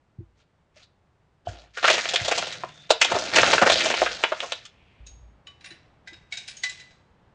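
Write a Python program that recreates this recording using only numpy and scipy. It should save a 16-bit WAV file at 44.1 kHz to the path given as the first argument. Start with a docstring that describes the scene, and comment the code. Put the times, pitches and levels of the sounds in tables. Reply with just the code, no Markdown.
"""A paper bag on a wooden deck

A stiff paper gift bag is snatched up at a house door and swung about, crackling as loudly as a crash.
Its large creases buckle with a snap over a dense crinkle of tiny ones, and footfalls set the boards
ringing. Then a gate latch clinks a few times in its metal modes. Wall and deck echo the bag and the
latch, a distant town hums underneath, and a small microphone dulls the treble."""
import sys
import numpy as np
from scipy import signal
from scipy.fft import rfft, irfft
from scipy.io import wavfile

SR = 44100
rng = np.random.default_rng(int(sys.argv[2]) if len(sys.argv) > 2 else 0)


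def inscribe(sig):
    """Save sig as 16-bit PCM at rate SR to the path in sys.argv[1].

    A 1-D sig is mono; a 2-D sig holds one channel per row.
    Samples are clipped to [-1, 1] before scaling.
    """
    pcm = np.round(np.clip(np.atleast_2d(sig).T, -1, 1) * 32767)
    wavfile.write(sys.argv[1], SR, pcm.astype(np.int16))


N = 323694


def from_db(db):
    """Amplitude ratio for a level in decibels."""
    return 10 ** (np.asarray(db) / 20)


def unit_rms(x):
    """Normalisation to unit mean power."""
    return x / np.sqrt(np.mean(x ** 2) + 1e-20)


def at_level(sound, db):
    """Energy normalisation: a transient gets the energy of 20 ms at this level."""
    return from_db(db) * sound * np.sqrt(SR / 50 / np.sum(sound ** 2))


def at_hz(points, hz):
    """Interpolation of a spectrum on a logarithmic frequency axis."""
    frequencies, values = np.transpose(points)
    return np.interp(np.log(hz), np.log(frequencies), values)


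def band(x, low_hz, high_hz, order=2):
    """Causal band-pass filtering."""
    sos = signal.butter(order, [low_hz, min(high_hz, .45 * SR)], "band", fs=SR, output="sos")
    return signal.sosfilt(sos, x + 1e-18)


def resonance(x, hz, width_hz):
    """A damped resonator with unit gain at its peak."""
    return signal.lfilter(*signal.iirpeak(hz, hz / width_hz, fs=SR), x)


def drift(per_s):
    """Random modulation of unit rms, linear between knots."""
    knots = rng.standard_normal(int(N / SR * per_s) + 2)
    return unit_rms(np.interp(np.arange(N) / SR * per_s, np.arange(len(knots)), knots))


def impulses(per_s, spread_db, size):
    """Shot noise: independent clicks, mostly small and a few large."""
    heights = from_db(spread_db * np.minimum(rng.exponential(1, size), 4))
    return (rng.random(size) < per_s / SR) * heights * rng.choice([-1, 1], size)


def add(out, start_s, sound):
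    """Superposition of a sound from a given time on."""
    i = int(start_s * SR)
    out[i:i + len(sound)] += sound[:N - i]


# Spectrum of the town's hum. Each row: frequency in Hz, relative spectral density in dB.
HUM_SPECTRUM = [(25, -10.5), (80, 2.5), (160, -2), (240, -9), (850, -12.5), (1900, -21), (3600, -30.5),
                (10000, -54.5)]
# Course of the hum. Each row: time in seconds, level in dB.
HUM_LEVEL = [(0, -66.5), (2.8, -64), (5.6, -59), (7.34, -59.5)]

def town_hum(waver_db=0.5):
    """Distant sources merge into low broadband noise whose level wavers gently."""
    hz = np.maximum(np.arange(N // 2 + 1) * SR / N, 1)
    wash = irfft(rfft(rng.standard_normal(N)) * from_db(at_hz(HUM_SPECTRUM, hz)), N)
    level_db = np.interp(np.arange(N) / SR, *np.transpose(HUM_LEVEL))
    return unit_rms(wash) * from_db(level_db + waver_db * drift(52))


def microphone_hiss(level_db=-83.5):
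    """Self-noise: the microphone adds a steady, band-limited hiss."""
    return from_db(level_db) * unit_rms(band(rng.standard_normal(N), 800, 5000, order=1))


# Steps on deck and stairs. Each row: start in seconds, relative level in dB, pitch most excited in Hz.
FOOTFALLS = [(0.182, -30, 117), (0.202, -38, 380), (1.466, -26.5, 86), (2.209, -28.5, 118),
             (3.119, -26.5, 140), (3.405, -29.5, 114), (3.616, -17.5, 230.8), (3.99, -36.5, 48),
             (4.99, -37, 56), (5.1, -36.5, 56.4), (5.2, -38, 56.4), (5.71, -46.5, 350), (6.122, -48, 370)]
# Modes of the boards. Each row: frequency in Hz, relative level in dB, 60 dB decay time in seconds.
BOARD_MODES = [(55.7, -3.5, 0.55), (93.5, 1.5, 0.17), (118, 0.5, 0.12), (171, -1.5, 0.11), (222, -3, .11),
               (335, 2.5, 0.092)]

def footfalls(swell_cycles=1.22, focus_db_per_octave=15, gain_db=3):
    """Modal excitation: a soft impact drives the modes nearest its pitch; low modes swell more slowly."""
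    out, t = np.zeros(N), np.arange(SR) / SR
    for start, db, pitch_hz in FOOTFALLS:
        for hz, mode_db, t60 in BOARD_MODES:
            swell = 1 - np.exp(-(t * hz / swell_cycles) ** 2)
            level_db = db + gain_db + mode_db - focus_db_per_octave * abs(np.log2(hz / pitch_hz))
            tone = np.sin(2 * np.pi * (hz * t + rng.random()))
            add(out, start, from_db(level_db - 60 * t / t60) * swell * tone)
    return out


# Moves of the bag: brush, brush, bump, grip, snatch, lift, slide, tug, swing, swing back, settle.
# Each row: end of attack, hold and release in seconds, relative levels of crumpling and flexing in dB.
BAG_MOVES = [(.39, .02, 0.092, -68, -77.5), (0.779, 0.048, 0.057, -55.5, -69.5),
             (1.49, 0.01, 0.33, -47, -44.5), (1.772, .02, 0.2, -41.5, -62.5),
             (1.857, 0.098, .3, -25.5, -36.5), (2.084, .32, .55, -34, -42), (2.696, .17, .1, -57, -63.5),
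             (3.099, 0.11, 0.5, -30.5, -34.5), (3.354, 0.14, .4, -23.5, -26),
             (3.678, 0.031, 0.99, -22.5, -30), (4.383, 0.09, 0.34, -42.5, -50.5)]

def handling(attack_s=0.04, release_power=2.68):
    """Incoherent addition: the moves sum in power, giving the crumpling and flexing levels in dB."""
    t, power = np.arange(N) / SR, 1e-11
    for onset, hold, release, *levels_db in BAG_MOVES:
        attack = np.clip(1 + (t - onset) / attack_s, 0, 1)
        fade = np.clip(1 - (t - onset - hold) / release, 0, 1) ** release_power
        power = power + (from_db(levels_db)[:, None] * attack * fade) ** 2
    return 10 * np.log10(power)


# Spectrum of the crinkle. Each row: frequency in Hz, relative half-octave level in dB.
CRINKLE_SPECTRUM = [(70, -20), (150, -14.5), (230, -11.5), (420, -6.5), (650, 0), (1000, -11), (1700, -1.5),
                    (3000, -2.5), (5000, 2), (7000, -7.5), (9500, -37.5)]

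def crinkle(per_s=1500, hiss_db=-10, colour_db=4, clump_db=0.8, patchy_db=2.5, flex_hz=900, fine_hz=2100):
    """Crackling noise of tiny creases: the lows follow the flexing panels, the highs the crumpling."""
    crumple_db, flex_db = handling()
    clumps_db = clump_db * drift(90)
    clicks = impulses(per_s, spread_db=3, size=N)
    out, edges_hz = 0, 55 * 2 ** (np.arange(16) / 2)
    for low, high in zip(edges_hz, edges_hz[1:]):
        hz = np.sqrt(low * high)
        fine_share = at_hz([(flex_hz, 0), (fine_hz, 1)], hz)
        drive_db = (1 - fine_share) * flex_db + fine_share * crumple_db
        db = at_hz(CRINKLE_SPECTRUM, hz) + drive_db + clumps_db + patchy_db * drift(45)
        # new weights in every band give each click its own colour
        weights = from_db(colour_db * rng.uniform(-1.4, 1, N)) * rng.choice([-1, 1], N)
        crackle = unit_rms(clicks * weights) + from_db(hiss_db) * rng.standard_normal(N)
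        out = out + from_db(db) * unit_rms(band(crackle, low, high))
    return out


# Resonances of the bag. Each row: frequency in Hz, bandwidth in Hz, gain in dB.
BAG_RESONANCES = [(324, 13, -26.5), (557, 120, -2.5), (696, 91, 2.5), (1372, 300, -2), (2640, 230, -11.5),
                  (3614, 180, -15.5)]

def bag_body(x):
    """Forced vibration: the panels and the hollow of the bag ring briefly with every crease."""
    return x + sum(from_db(db) * resonance(x, hz, width) for hz, width, db in BAG_RESONANCES)


# Knocks on the whole bag. Each row: start in seconds, peak level in dB, pitch of the panel in Hz.
BAG_BUMPS = [(.765, -51, 604), (1.471, -21.5, 700), (2.636, -23, 1022)]

def bumps(swell_cycles=1.6):
    """Heavily damped vibration: a slack panel swells and dies with a hollow note."""
    out, t = np.zeros(N), np.arange(SR // 5) / SR
    for start, db, hz in BAG_BUMPS:
        age = t * hz / swell_cycles
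        envelope = np.sqrt(age * np.exp(1 - age))
        add(out, start, from_db(db) * envelope * np.sin(2 * np.pi * hz * t))
    return out


# The bag slides over coat and boards. Each row: centre time and standard deviation in seconds,
# pitch and resonator bandwidth in Hz, level at the centre in dB.
BAG_RUBS = [(.835, 0.0088, 3900, 1500, -55), (1.47, 0.0074, 3000, 400, -51.5), (2.5, 0.26, 135, 70, -53),
            (2.8, .065, 3560, 260, -55.5), (4.87, 0.19, 2500, 1300, -65.5)]

def rubs():
    """Sliding friction makes a band of noise that swells and fades in a bell curve."""
    out, t = 0, np.arange(N) / SR
    for centre, sigma, hz, width_hz, db in BAG_RUBS:
        friction = resonance(resonance(rng.standard_normal(N), hz, width_hz), hz, width_hz)
        envelope = np.exp(-((t - centre) / sigma) ** 2 / 2)
        out = out + from_db(db) * unit_rms(friction) * envelope
    return out


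def small_creases(per_s=14, threshold_db=-46, spread_db=3, low_hz=1400, high_hz=4200, decay_s=.0016):
    """Threshold buckling: lesser creases yield at random under hard handling; gives rows for snaps()."""
    crumple_db, flex_db = handling()
    rows = []
    for slot, (when, pitch, crack, body) in enumerate(rng.random((200, 4))):
        start = (slot + when) / per_s
        i = int(start * SR)
        if i < N and crumple_db[i] > threshold_db:
            crack_db = crumple_db[i] - 6 + spread_db * (2 * crack - 1)
            body_db = flex_db[i] - 5 + spread_db * (2 * body - 1)
            rows.append((start, crack_db, body_db, low_hz * (high_hz / low_hz) ** pitch, decay_s))
    return rows


# Large creases buckling. Each row: start in seconds, relative levels of the crack and of the hollow
# body in dB, pitch of the crack in Hz, time constant of the flutter in seconds.
LARGE_CREASES = [(1.771, -29.5, -39.5, 1510, 0.0078), (1.829, -30, -32, 1460, 0.005),
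                 (1.843, -15, -23, 1450, 0.0049), (1.879, -13.5, -24, 1840, 0.0052),
                 (1.9, -17, -20.5, 2960, 0.0052), (1.939, -25.5, -29, 3280, .004),
                 (1.979, -29, -30.5, 2600, 0.005), (2.056, -27.5, -36, 2200, 0.0027),
                 (2.089, -26, -60, 3650, 0.0045), (2.136, -24.5, -28, 3300, 0.0055),
                 (2.159, -17.5, -49, 3470, 0.0029), (2.247, -29, -36.5, 3340, 0.0059),
                 (2.28, -26, -26.5, 3730, 0.0058), (2.312, -21.5, -23, 2400, 0.0069),
                 (2.376, -25.5, -29, 3074, 0.0084), (2.426, -31, -34.5, 1350, 0.0025),
                 (2.469, -34.5, -38, 3500, 0.0044), (2.524, -36, -58, 3850, 0.0041),
                 (2.636, -37.5, -33.5, 1150, 0.0037), (2.905, -15.5, -13.5, 4100, 0.004),
                 (3.014, -12, -27, 2600, .007), (3.046, -20, -29, 3200, 0.005),
                 (3.116, -29, -22, 3000, 0.0057), (3.145, -32, -21, 1400, 0.015),
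                 (3.358, -14.5, -21.5, 2600, 0.0077), (3.383, -12.5, -18.5, 2090, 0.005),
                 (3.432, -16, -19.5, 1580, 0.0026), (3.503, -24, -31.5, 3965, 0.0018),
                 (3.532, -16, -16, 2390, .005), (3.581, -18.5, -29, 1440, 0.0033),
                 (3.614, -16, -14, 1400, 0.011), (3.663, -17, -16.5, 1600, .006),
                 (3.699, -17.5, -18, 3500, 0.0031), (3.717, -24, -26, 3500, 0.0067),
                 (3.809, -23, -40.5, 3000, 0.0025), (3.857, -24, -26, 2900, 0.0058),
                 (3.903, -28, -26, 1440, 0.0042), (3.94, -25.5, -27, 2500, 0.0029),
                 (4.018, -28.5, -17.5, 1400, 0.0035), (4.062, -22.5, -30.5, 1560, 0.0044),
                 (4.238, -16, -22, 2250, 0.0025), (4.32, -28.5, -24.5, 1300, 0.0049),
                 (4.404, -26.5, -44, 3120, 0.0022), (4.424, -40, -32, 2120, 0.011),
                 (4.521, -25.5, -34.5, 3600, 0.0035), (4.652, -43, -80, 3300, 0.0063)]

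def snaps(edges_hz=(370, 1100, 3900, 7400), click_heights=(2.2, -2.1, 1.1), facet_db=13,
          strain_db=-29, strain_s=0.0088, rebound_db=-15, rebound_s=.01):
    """Snap-through buckling: a crease ticks under strain, pops over, and the sheet flutters."""
    pop = SR // 80  # sample at which the crease flips
    out, t = np.zeros(N), np.arange(-pop, SR // 10) / SR
    after = np.maximum(t, 0)
    strain = from_db(strain_db) * np.exp(-abs(t) / strain_s)
    for start, crack_db, body_db, crack_hz, decay in LARGE_CREASES + small_creases():
        click = rng.choice([-1, 1]) * np.exp(-decay / 0.0029)  # a long crease starts more gently
        # a small, high-pitched facet and a long flutter both add treble
        treble_db = crack_db - 13 + 13 * np.log2(crack_hz / 2500) + 9.5 * np.log2(decay / .004)
        release = np.exp(-after / decay) * (1 - np.exp(-after / (0.47 * decay)))
        rebound = from_db(rebound_db) * (t > rebound_s) * np.exp(-abs(t - rebound_s) / decay)
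        for k, db in enumerate([body_db, crack_db, treble_db]):
            flutter = impulses(per_s=4000, spread_db=3.5, size=len(t)) * (strain + release + rebound)
            flutter /= np.linalg.norm(flutter)
            flutter[pop] = click_heights[k] * click
            sound = band(flutter, edges_hz[k], edges_hz[k + 1], order=3)
            if k == 1:  # the facet that flips has a pitch of its own
                sound = sound + from_db(facet_db) * resonance(sound, crack_hz, width_hz=900)
            add(out, start + t[0], at_level(sound, db))
    return out


def chatter(t, rise_s=0.0022, bounce_s=0.011, approach_s=0.0062, scrape_s=0.074, scrape_db=-14,
            direct_db=-9, count=18):
    """Repeated contact: loose metal slides in, bounces and scrapes on, waking short-lived resonances."""
    before, after = np.minimum(t, 0), np.maximum(t, 0)
    bounce = (1 - np.exp(-after / rise_s)) * np.exp(-after / bounce_s)
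    scrape = from_db(scrape_db) * np.exp(before / approach_s - after / scrape_s)
    contacts = impulses(per_s=3500, spread_db=3.2, size=len(t)) * (bounce + scrape) + 1e-18
    pitches_hz = 1450 * (9300 / 1450) ** ((np.arange(count) + rng.random(count)) / count)
    ringing = sum(from_db(0.65 * rng.normal()) * resonance(contacts, hz, width_hz=170)
                  for hz in pitches_hz)
    return from_db(direct_db) * contacts + ringing


# Blows of the latch. Each row: time in seconds, relative chatter level in dB, tilt in dB per octave,
# frequency of the leading mode in Hz, its level in dB.
LATCH_BLOWS = [(5.065, -56, 7, 6555, -45), (5.469, -56, -3, 2980, -41), (5.474, -76, 0, 1134, -54),
               (5.608, -62, -6, 1590, -69), (5.643, -50, -2.5, 1590, -50), (5.658, -51.5, -5, 1841, -55),
               (5.705, -54.5, -6.5, 1841, -49.5), (6.073, -51, -4, 1590, -39.5),
               (6.13, -56, -4.5, 5130, -54), (6.323, -40, 0, 2229, -23), (6.371, -41.5, 2.5, 3780, -34.5),
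               (6.478, -42, 2, 3971, -40), (6.568, -52, 7, 6555, -42.5), (6.635, -33, 1, 2000, -21),
               (6.695, -45.5, 3, 7250, -30), (6.797, -52.5, -0.5, 1841, -56), (6.906, -66, -5.5, 6555, -70)]
# Modes of the latch. Each row: frequency in Hz, relative level in dB, 60 dB decay time in seconds.
LATCH_MODES = [(1134, -16, 0.34), (1590, 0, 0.11), (1841, -8, 0.26), (2000, 0, 0.23), (2229, -23, 0.063),
               (2500, -15, 0.14), (2980, -20, 0.15), (3780, 2.5, 0.16), (3971, 11, 0.11), (5130, 3, .12),
               (6555, -9, 0.35), (6730, 13.5, 0.058), (7250, 6, 0.036), (8740, -15, .11), (9040, 0.5, 0.18)]

def latch(edges_hz=(1500, 2600, 5500, 8200), colour_db=(-2, 1.5, -5.5), slide_s=.04, rise_s=0.0014,
          ring_db=-8, vary_db=6.5, beat_hz=17, twin_db=-10, post_db=-13):
    """Free vibration after impact: a blow chatters and all modes ring; where it lands picks the lead."""
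    out, t = np.zeros(N), np.arange(SR // 2) / SR
    centres_hz = np.sqrt(np.multiply(edges_hz[:-1], edges_hz[1:]))
    rise = 1 - np.exp(-t / rise_s)
    for strike, chatter_db, tilt, lead_hz, lead_db in LATCH_BLOWS:
        bands_db = chatter_db + np.array(colour_db) + tilt * np.log2(centres_hz / centres_hz[1])
        rattle = chatter(t - slide_s)  # the parts scrape before they strike
        post_knock = resonance(band(rattle, 400, 1200), hz=713, width_hz=120)
        add(out, strike - slide_s, at_level(post_knock, bands_db[0] + post_db))
        for low, high, db in zip(edges_hz, edges_hz[1:], bands_db):
            add(out, strike - slide_s, at_level(band(rattle, low, high, order=4), db))
        lead = np.argmin([abs(mode[0] - lead_hz) for mode in LATCH_MODES])
        for k, (hz, mode_db, t60) in enumerate(LATCH_MODES):
            drive_db = at_hz(list(zip(centres_hz, bands_db)), hz) + vary_db * rng.normal()
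            level_db = lead_db if k == lead else drive_db + ring_db + mode_db
            phase = 2 * np.pi * (hz * t + rng.random())
            beat_phase = 2 * np.pi * beat_hz * rng.uniform(1, 3.5) * t
            twin = from_db(twin_db) * np.sin(phase + beat_phase)  # a close second mode beats with it
            add(out, strike, rise * from_db(level_db - 60 * t / t60) * (np.sin(phase) + twin))
    return out


# Reflections from wall and deck. Each row: delay in seconds, relative level in dB.
REFLECTIONS = [(.0034, -12.5), (0.0111, -10), (.0175, -13.5), (.026, -14)]

def porch(x, echo_db, tail_db, low_t60, high_t60):
    """Reflection and scattering: a few hard echoes, and a thin tail from railings and furniture."""
    t = np.arange(SR * 3 // 4) / SR
    scatter = sum(band(rng.standard_normal(len(t)), low_hz, high_hz) * from_db(-60 * t / t60)
                  for low_hz, high_hz, t60 in [(202, 4500, low_t60), (1450, 5200, high_t60)])
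    scatter *= 1 - np.exp(-t / 0.0013)
    response = from_db(tail_db) * scatter / np.linalg.norm(scatter)
    for delay, db in REFLECTIONS:
        response[int(delay * SR)] += from_db(db + echo_db)
    return x + signal.fftconvolve(x, response)[:N]


def scene():
    """Superposition of all sources; the bag and the latch each get their own share of the echo."""
    surroundings = town_hum() + microphone_hiss() + footfalls()
    creases = from_db(-7.0) * crinkle() + from_db(-3.5) * snaps()
    paper = bag_body(creases) + bumps() + rubs()
    bag = porch(paper, echo_db=-9, tail_db=-15.5, low_t60=.22, high_t60=0.32)
    gate = porch(latch(), echo_db=-10.5, tail_db=-17.0, low_t60=0.6, high_t60=0.12)
    return (surroundings + bag + gate)[None]


def record(dry, ceiling=.85, cutoff_hz=10200):
    """Band limiting and saturation: the small microphone loses the top octave and rounds the peaks."""
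    dull = signal.sosfilt(signal.butter(6, 8800, fs=SR, output="sos"), dry)
    rounded = dull / (1 + (dull / ceiling) ** 4) ** .25
    return signal.sosfilt(signal.ellip(10, .3, 70, cutoff_hz, fs=SR, output="sos"), rounded)


dry = scene()
out = record(dry)
inscribe(out)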